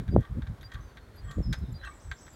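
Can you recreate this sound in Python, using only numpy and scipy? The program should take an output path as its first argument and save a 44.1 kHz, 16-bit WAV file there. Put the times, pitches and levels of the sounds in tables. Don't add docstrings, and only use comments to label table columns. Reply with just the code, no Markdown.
import sys
import numpy as np
from scipy import signal
from scipy.fft import rfft, irfft
from scipy.io import wavfile

SR = 44100
rng = np.random.default_rng(int(sys.argv[2]) if len(sys.argv) > 2 else 0)


def master_out(mix):
    frames = np.transpose(np.atleast_2d(mix))
    ceiling = np.clip(frames, -1, 1)
    pcm = np.round(ceiling * 32767).astype(np.int16)
    wavfile.write(sys.argv[1], SR, pcm)


N = 103635

# [centre t/s, level/dB]
SHAFT_SQUEAKS = [(0.126, -59.5), (.657, -51.5), (1.19, -58.5), (1.763, -54), (2.35, -66)]
SQUEAK_HZ, SQUEAK_BEND_HZ, SQUEAK_LENGTH_S = 4762, 50, 0.023
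SQUEAK_OVERTONES_DB = (-28, -24)
# [centre t/s, level/dB]
SHAFT_PEEPS = [(.627, -65.5), (1.167, -63), (1.728, -67), (2.335, -68.5)]
PEEP_HZ, PEEP_RISE_HZ_PER_S, PEEP_LENGTH_S = 11400, 13000, 0.013

# [centre t/s, length t/s, level/dB]
ARM_RUBS = [(0.23, 0.061, -54), (0.745, 0.075, -53.5), (1.304, 0.07, -50.5), (1.865, 0.045, -46)]
RUB_GRAINS_PER_S, RUB_SCATTER_DB, RUB_ECHO_DB = 3500, 2.5, -11.5
RUB_SLOWING_S_PER_OCTAVE, RUB_TOP_HZ = 0.041, 1890
RUB_WIDEN = 2.4
CREAK_S, CREAK_LENGTH_S, CREAK_DB, CREAK_OCTAVE_DB = 1.844, 0.0164, -42, -12
CREAK_HZ, CREAK_HALF_FALL_HZ, CREAK_ROUGHNESS = 1520, 131.2, 0.11

# [f/Hz, width f/Hz, struck level/dB, rubbed level/dB]
WOOD_MODES = [(1175, 54, -33, 18.5), (1574, 27, 16, 15.5), (1537, 27, 2.5, 6), (1860, 39, 5, 15.5),
              (2100, 82, -38, -30), (2670, 72, -40, -29.5), (3250, 71, 7, 5.5), (3900, 82, -2.5, -40),
              (4000, 130, -53, -53.5), (4280, 91, -17, -38)]
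# [start t/s, level/dB, brightness in dB per octave]
LINKAGE_KNOCKS = [(.002, -51, -1.5), (.08, -49, -6), (0.087, -49, -4), (.208, -61, 13), (.229, -54, -2),
                  (0.252, -51, -6), (0.421, -44.5, -5.5), (0.467, -50, -6), (0.472, -50.5, -2),
                  (.611, -52.5, 5), (.63, -47.5, -2.5), (.718, -44, 0.5), (.738, -56, 13),
                  (0.744, -44.5, 0.5), (0.754, -44, -8.5), (.972, -46, -2.5), (0.981, -49.5, -7),
                  (1.312, -47, 7), (1.5277, -33.5, 5.5), (1.531, -35, 4), (1.5352, -39, -6),
                  (1.54, -39, -14), (1.587, -59.5, 13), (1.814, -53, -5), (1.849, -50, 7), (1.874, -41, -8),
                  (2.1144, -37.5, -1), (2.1149, -34, -4), (2.118, -45, -13), (2.266, -54, 2),
                  (2.28, -48.5, -12)]
# [f/Hz, relative level/dB]
CRACK_COLOUR = [(300, -39), (800, -10.5), (1250, -3.5), (1600, 6.5), (2300, -1), (2850, -9), (3600, 3.5),
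                (4500, -6), (5100, -17.5), (6200, -10.5), (9200, -30), (11200, -27.5), (13000, -32),
                (15500, -43)]
KNOCK_TOP_HZ, KNOCK_SPAN_S = 6200, 0.0042
CRACK_DECAY_S, TAIL_DECAY_S, TAIL_DB, RING_DB = 0.0066, 0.027, -16.5, -3

# [start t/s, length t/s, first f/Hz, last f/Hz,
#   curvature (near 0 straight, high settles early), level/dB, echo level/dB against the note]
SHORT_GLIDES = [(.803, .018, 5850, 6380, .5, -65.5, 3.5), (0.834, 0.1, 5030, 4380, 1.8, -74.5, -5),
                (.97, .1, 4230, 4390, 1.05, -77.5, 3.5), (1.12, 0.061, 4090, 4430, 1.2, -75, 6),
                (1.234, 0.092, 7860, 7540, .1, -66, -3.5), (1.287, .016, 3380, 3100, 1, -53, -27),
                (1.29, 0.068, 7530, 6800, 2.05, -72.5, 4), (1.421, 0.067, 5750, 5060, 5.03, -57.5, -2),
                (1.485, 0.11, 5190, 5160, 1.9, -60.5, -22), (1.58, 0.16, 5150, 5165, 1, -80, -6),
                (1.6, 0.083, 4240, 3510, 1.12, -72, 3), (1.722, .013, 7550, 7150, 1, -65, -20),
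                (1.73, 0.076, 4130, 4130, 1.1, -69.5, -10), (1.792, 0.048, 3900, 4070, 0.7, -59.5, -14),
                (1.842, .125, 8140, 7650, .5, -67, 0.5), (1.848, 0.03, 4100, 4000, 0.89, -57, -16),
                (1.849, .04, 2690, 2634, 1.3, -57, -19), (1.905, .035, 2150, 2320, 1, -60, -11),
                (1.932, 0.012, 7750, 6860, 0.69, -68, 10), (2.008, .165, 8190, 7290, .3, -67, -2),
                (2.204, 0.067, 8000, 7710, 1.2, -60.5, -3), (2.27, 0.081, 7830, 7400, 0.28, -68, -1),
                (2.3, 0.011, 7600, 7030, 1, -56, 0)]
# [start t/s, level/dB]
BIRD_FLICKS = [(1.829, -63.5), (1.879, -74), (1.972, -82), (1.994, -60.5), (2.162, -65), (2.179, -58.5)]
FLICK_FROM_HZ, FLICK_TO_HZ, FLICK_LENGTH_S, FLICK_ECHO_DB = 4470, 7080, 0.021, 4
GLIDE_EDGE_S, GLIDE_FLUTTER_DB, GLIDE_WAVER = 0.015, 2, 0.006
GARDEN_T60_S = 0.59

# [centre t/s, length t/s, level/dB, upper corner f/Hz]
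WIND_GUSTS = [(0.009, 0.04, -34.5, 290), (0.091, 0.036, -30.5, 150), (0.1, 0.019, -23, 152),
              (0.161, 0.046, -21, 410), (.195, 0.026, -22.5, 260), (0.318, 0.021, -30, 152),
              (0.375, 0.035, -29.5, 260), (0.434, 0.031, -32.5, 144), (0.509, 0.04, -32.5, 163),
              (0.644, 0.063, -44.5, 130), (0.759, 0.019, -34, 148), (0.805, 0.039, -39.5, 120),
              (0.863, 0.037, -45, 102), (1.076, 0.12, -50.5, 111), (1.233, 0.089, -43, 99),
              (1.283, 0.047, -38.5, 123), (1.393, 0.033, -24, 275), (1.468, 0.034, -32.5, 222),
              (1.503, 0.036, -25.5, 205), (1.591, 0.039, -35.5, 119), (1.635, 0.024, -29.5, 295),
              (1.698, 0.032, -37, 253), (1.74, 0.042, -35, 151), (1.847, 0.096, -45, 95),
              (2.092, .045, -37, 105)]
WIND_LOW_HZ, WIND_SLOPE, WIND_STEEP = 40.7, 0.84, 3.62
# [t/s, spike level/dB, width t/s]
PORT_SLAPS = [(.164, -3, 0.00054), (0.185, -21.5, 0.00066), (.385, -26, .0012), (1.384, -19, 0.0012),
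              (1.404, -24, 0.00082)]
SLAP_RING_HZ, SLAP_RING_S, SLAP_RING = 480, 0.0013, 0.67

# [f/Hz, relative level/dB per Hz]
HUSH_COLOUR = [(20, -17.5), (50, 0.5), (80, -5.5), (170, -11.5), (450, -15), (780, -19.5), (1200, -20.5),
               (1570, -21.5), (2100, -26.5), (2850, -34), (3600, -31), (5000, -38), (8000, -41),
               (15500, -45.5)]
HUSH_DB, HUSH_WANDER_DB = -53.5, 0.62
TOP_HZ = 15900

T = np.arange(N) / SR
FREQS = np.maximum(np.arange(N // 2 + 1) * SR / N, 1)


def undb(db):
    return 10 ** (np.asarray(db) / 20)


def unit(x):
    return x / np.sqrt(np.mean(x ** 2))


def shaped(x, gain):
    return irfft(rfft(x) * gain, N)


def colour(points):
    hz, db = np.array(points).T
    return undb(np.interp(np.log(FREQS), np.log(hz), db))


def noise(gain):
    return unit(shaped(rng.standard_normal(N), gain))


def walk(rate):
    return noise(np.exp(-(FREQS / rate) ** 2))


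def swell(centre, length):
    return np.exp(-2 * ((T - centre) / length) ** 2)


def sized(x, db, length):
    return x * undb(db) * np.sqrt(length * SR / (np.sum(x ** 2) + 1e-18))


def tone(hz):
    return np.sqrt(2) * np.sin(2 * np.pi * np.cumsum(hz) / SR)


def resonance(hz, width):
    return 1 / (1 + 1j * (FREQS ** 2 - hz ** 2) / (FREQS * width))


def squeaks():
    out = 0
    waver = 1 + 0.00406 * walk(120)
    for centre, db in SHAFT_SQUEAKS:
        grip = swell(centre, SQUEAK_LENGTH_S)
        hz = (SQUEAK_HZ + SQUEAK_BEND_HZ * (1 - grip)) * waver
        voice = tone(hz)
        for harmonic, over_db in enumerate(SQUEAK_OVERTONES_DB, 2):
            voice = voice + undb(over_db) * tone(harmonic * hz)
        out = out + undb(db) * grip * voice
    for centre, db in SHAFT_PEEPS:
        hz = PEEP_HZ + PEEP_RISE_HZ_PER_S * np.clip(T - centre, -PEEP_LENGTH_S, PEEP_LENGTH_S)
        out = out + undb(db) * swell(centre, PEEP_LENGTH_S) * tone(hz * (1 + 0.0061 * walk(440)))
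    return out


def rubs():
    out = 0
    for centre, length, db in ARM_RUBS:
        slips = rng.random(N) < RUB_GRAINS_PER_S / SR
        scatter = undb(RUB_SCATTER_DB * rng.standard_normal(N))
        grains = slips * rng.standard_normal(N) * scatter
        scrape = 0
        for hz, width, _, rub_db in WOOD_MODES:
            octaves = np.log2(min(hz, RUB_TOP_HZ) / WOOD_MODES[1][0])
            loudest = centre - RUB_SLOWING_S_PER_OCTAVE * octaves
            mode = resonance(hz, RUB_WIDEN * width) ** 2
            scrape = scrape + undb(rub_db) * unit(shaped(grains * swell(loudest, length), mode))
        out = out + sized(scrape, db, length)
    return out + undb(RUB_ECHO_DB) * garden(out)


def creak():
    fall = CREAK_HALF_FALL_HZ * np.tanh((T - CREAK_S) / CREAK_LENGTH_S)
    hz = (CREAK_HZ - fall) * (1 + CREAK_ROUGHNESS * walk(450))
    voice = tone(hz) + undb(CREAK_OCTAVE_DB) * tone(2 * hz)
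    return undb(CREAK_DB) * swell(CREAK_S, CREAK_LENGTH_S) * voice


def body():
    modes = sum(undb(hit_db) * resonance(hz, width) for hz, width, hit_db, _ in WOOD_MODES)
    return modes / (1 + 1j * FREQS / KNOCK_TOP_HZ) ** 2


def knocks():
    out, wood, crack = 0, body(), colour(CRACK_COLOUR)
    for start, db, bright_db in LINKAGE_KNOCKS:
        age, on = np.maximum(T - start, 0), T >= start
        tilt = undb(bright_db * np.log2(np.clip(FREQS, 800, 12000) / 2500))
        fade = np.exp(-age / CRACK_DECAY_S) + undb(TAIL_DB) * np.exp(-age / TAIL_DECAY_S)
        rasp = noise(crack * tilt) * on * fade
        delay = np.exp(-2j * np.pi * FREQS * round(start * SR) / SR)
        ring = irfft(wood * tilt * delay, N)
        out = out + sized(unit(rasp) + undb(RING_DB) * unit(ring), db, KNOCK_SPAN_S)
    return out


def short_glides():
    direct, scattered = 0, 0
    waver, flutter = 1 + GLIDE_WAVER * walk(130), undb(GLIDE_FLUTTER_DB * walk(73))
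    for start, length, first_hz, last_hz, curve, db, echo_db in SHORT_GLIDES:
        progress = np.clip((T - start) / length, 0, 1)
        glide = np.expm1(-curve * progress) / np.expm1(-curve)
        hz = first_hz + (last_hz - first_hz) * glide
        edge_s = min(GLIDE_EDGE_S, length / 2)
        edge = np.minimum(np.minimum(progress, 1 - progress) * length / edge_s, 1)
        note = undb(db) * np.sin(np.pi / 2 * edge) ** 2 * tone(hz * waver) * flutter
        direct, scattered = direct + note, scattered + undb(echo_db) * note
    for start, db in BIRD_FLICKS:
        progress = np.clip((T - start) / FLICK_LENGTH_S, 0, 1)
        hz = FLICK_FROM_HZ + (FLICK_TO_HZ - FLICK_FROM_HZ) * progress
        note = undb(db) * np.sin(np.pi * progress) * tone(hz * waver) * flutter
        direct, scattered = direct + note, scattered + undb(FLICK_ECHO_DB) * note
    return direct + garden(scattered)


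def garden(x):
    echo = rng.standard_normal(N) * np.exp(-np.log(1000) * T / GARDEN_T60_S) * np.minimum(T / 0.016, 1)
    return signal.fftconvolve(x, echo / np.sqrt(np.sum(echo ** 2)))[:N]


def low_cut():
    return 1 / np.sqrt(1 + (WIND_LOW_HZ / FREQS) ** 12)


def buffet(centre, length):
    return np.exp(-2 * np.abs((T - centre) / length) ** 3)


def wind():
    out = 0
    for centre, length, db, corner_hz in WIND_GUSTS:
        fall = FREQS ** -WIND_SLOPE / np.hypot(1, (FREQS / corner_hz) ** WIND_STEEP)
        eddies = noise(low_cut() * fall)
        gust = shaped(eddies * buffet(centre, length), low_cut())
        out = out + sized(gust, db, length)
    return out


def slaps():
    out = 0
    for start, db, width in PORT_SLAPS:
        age = np.maximum(T - start, 0)
        onset = 1 - np.exp(-(age / width) ** 2)
        ring = onset * np.exp(-age / SLAP_RING_S) * np.cos(2 * np.pi * SLAP_RING_HZ * age)
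        out = out + undb(db) * (swell(start, width) + SLAP_RING * ring)
    return shaped(out, low_cut())


def hush():
    return noise(colour(HUSH_COLOUR)) * undb(HUSH_DB + HUSH_WANDER_DB * walk(30))


def scene():
    whirligig = squeaks() + rubs() + creak() + knocks()
    return (whirligig + short_glides() + wind() + slaps() + hush())[None]


def record(dry):
    return signal.sosfilt(signal.ellip(10, 0.1, 80, TOP_HZ, fs=SR, output="sos"), dry)


dry = scene()
out = record(dry)
master_out(out)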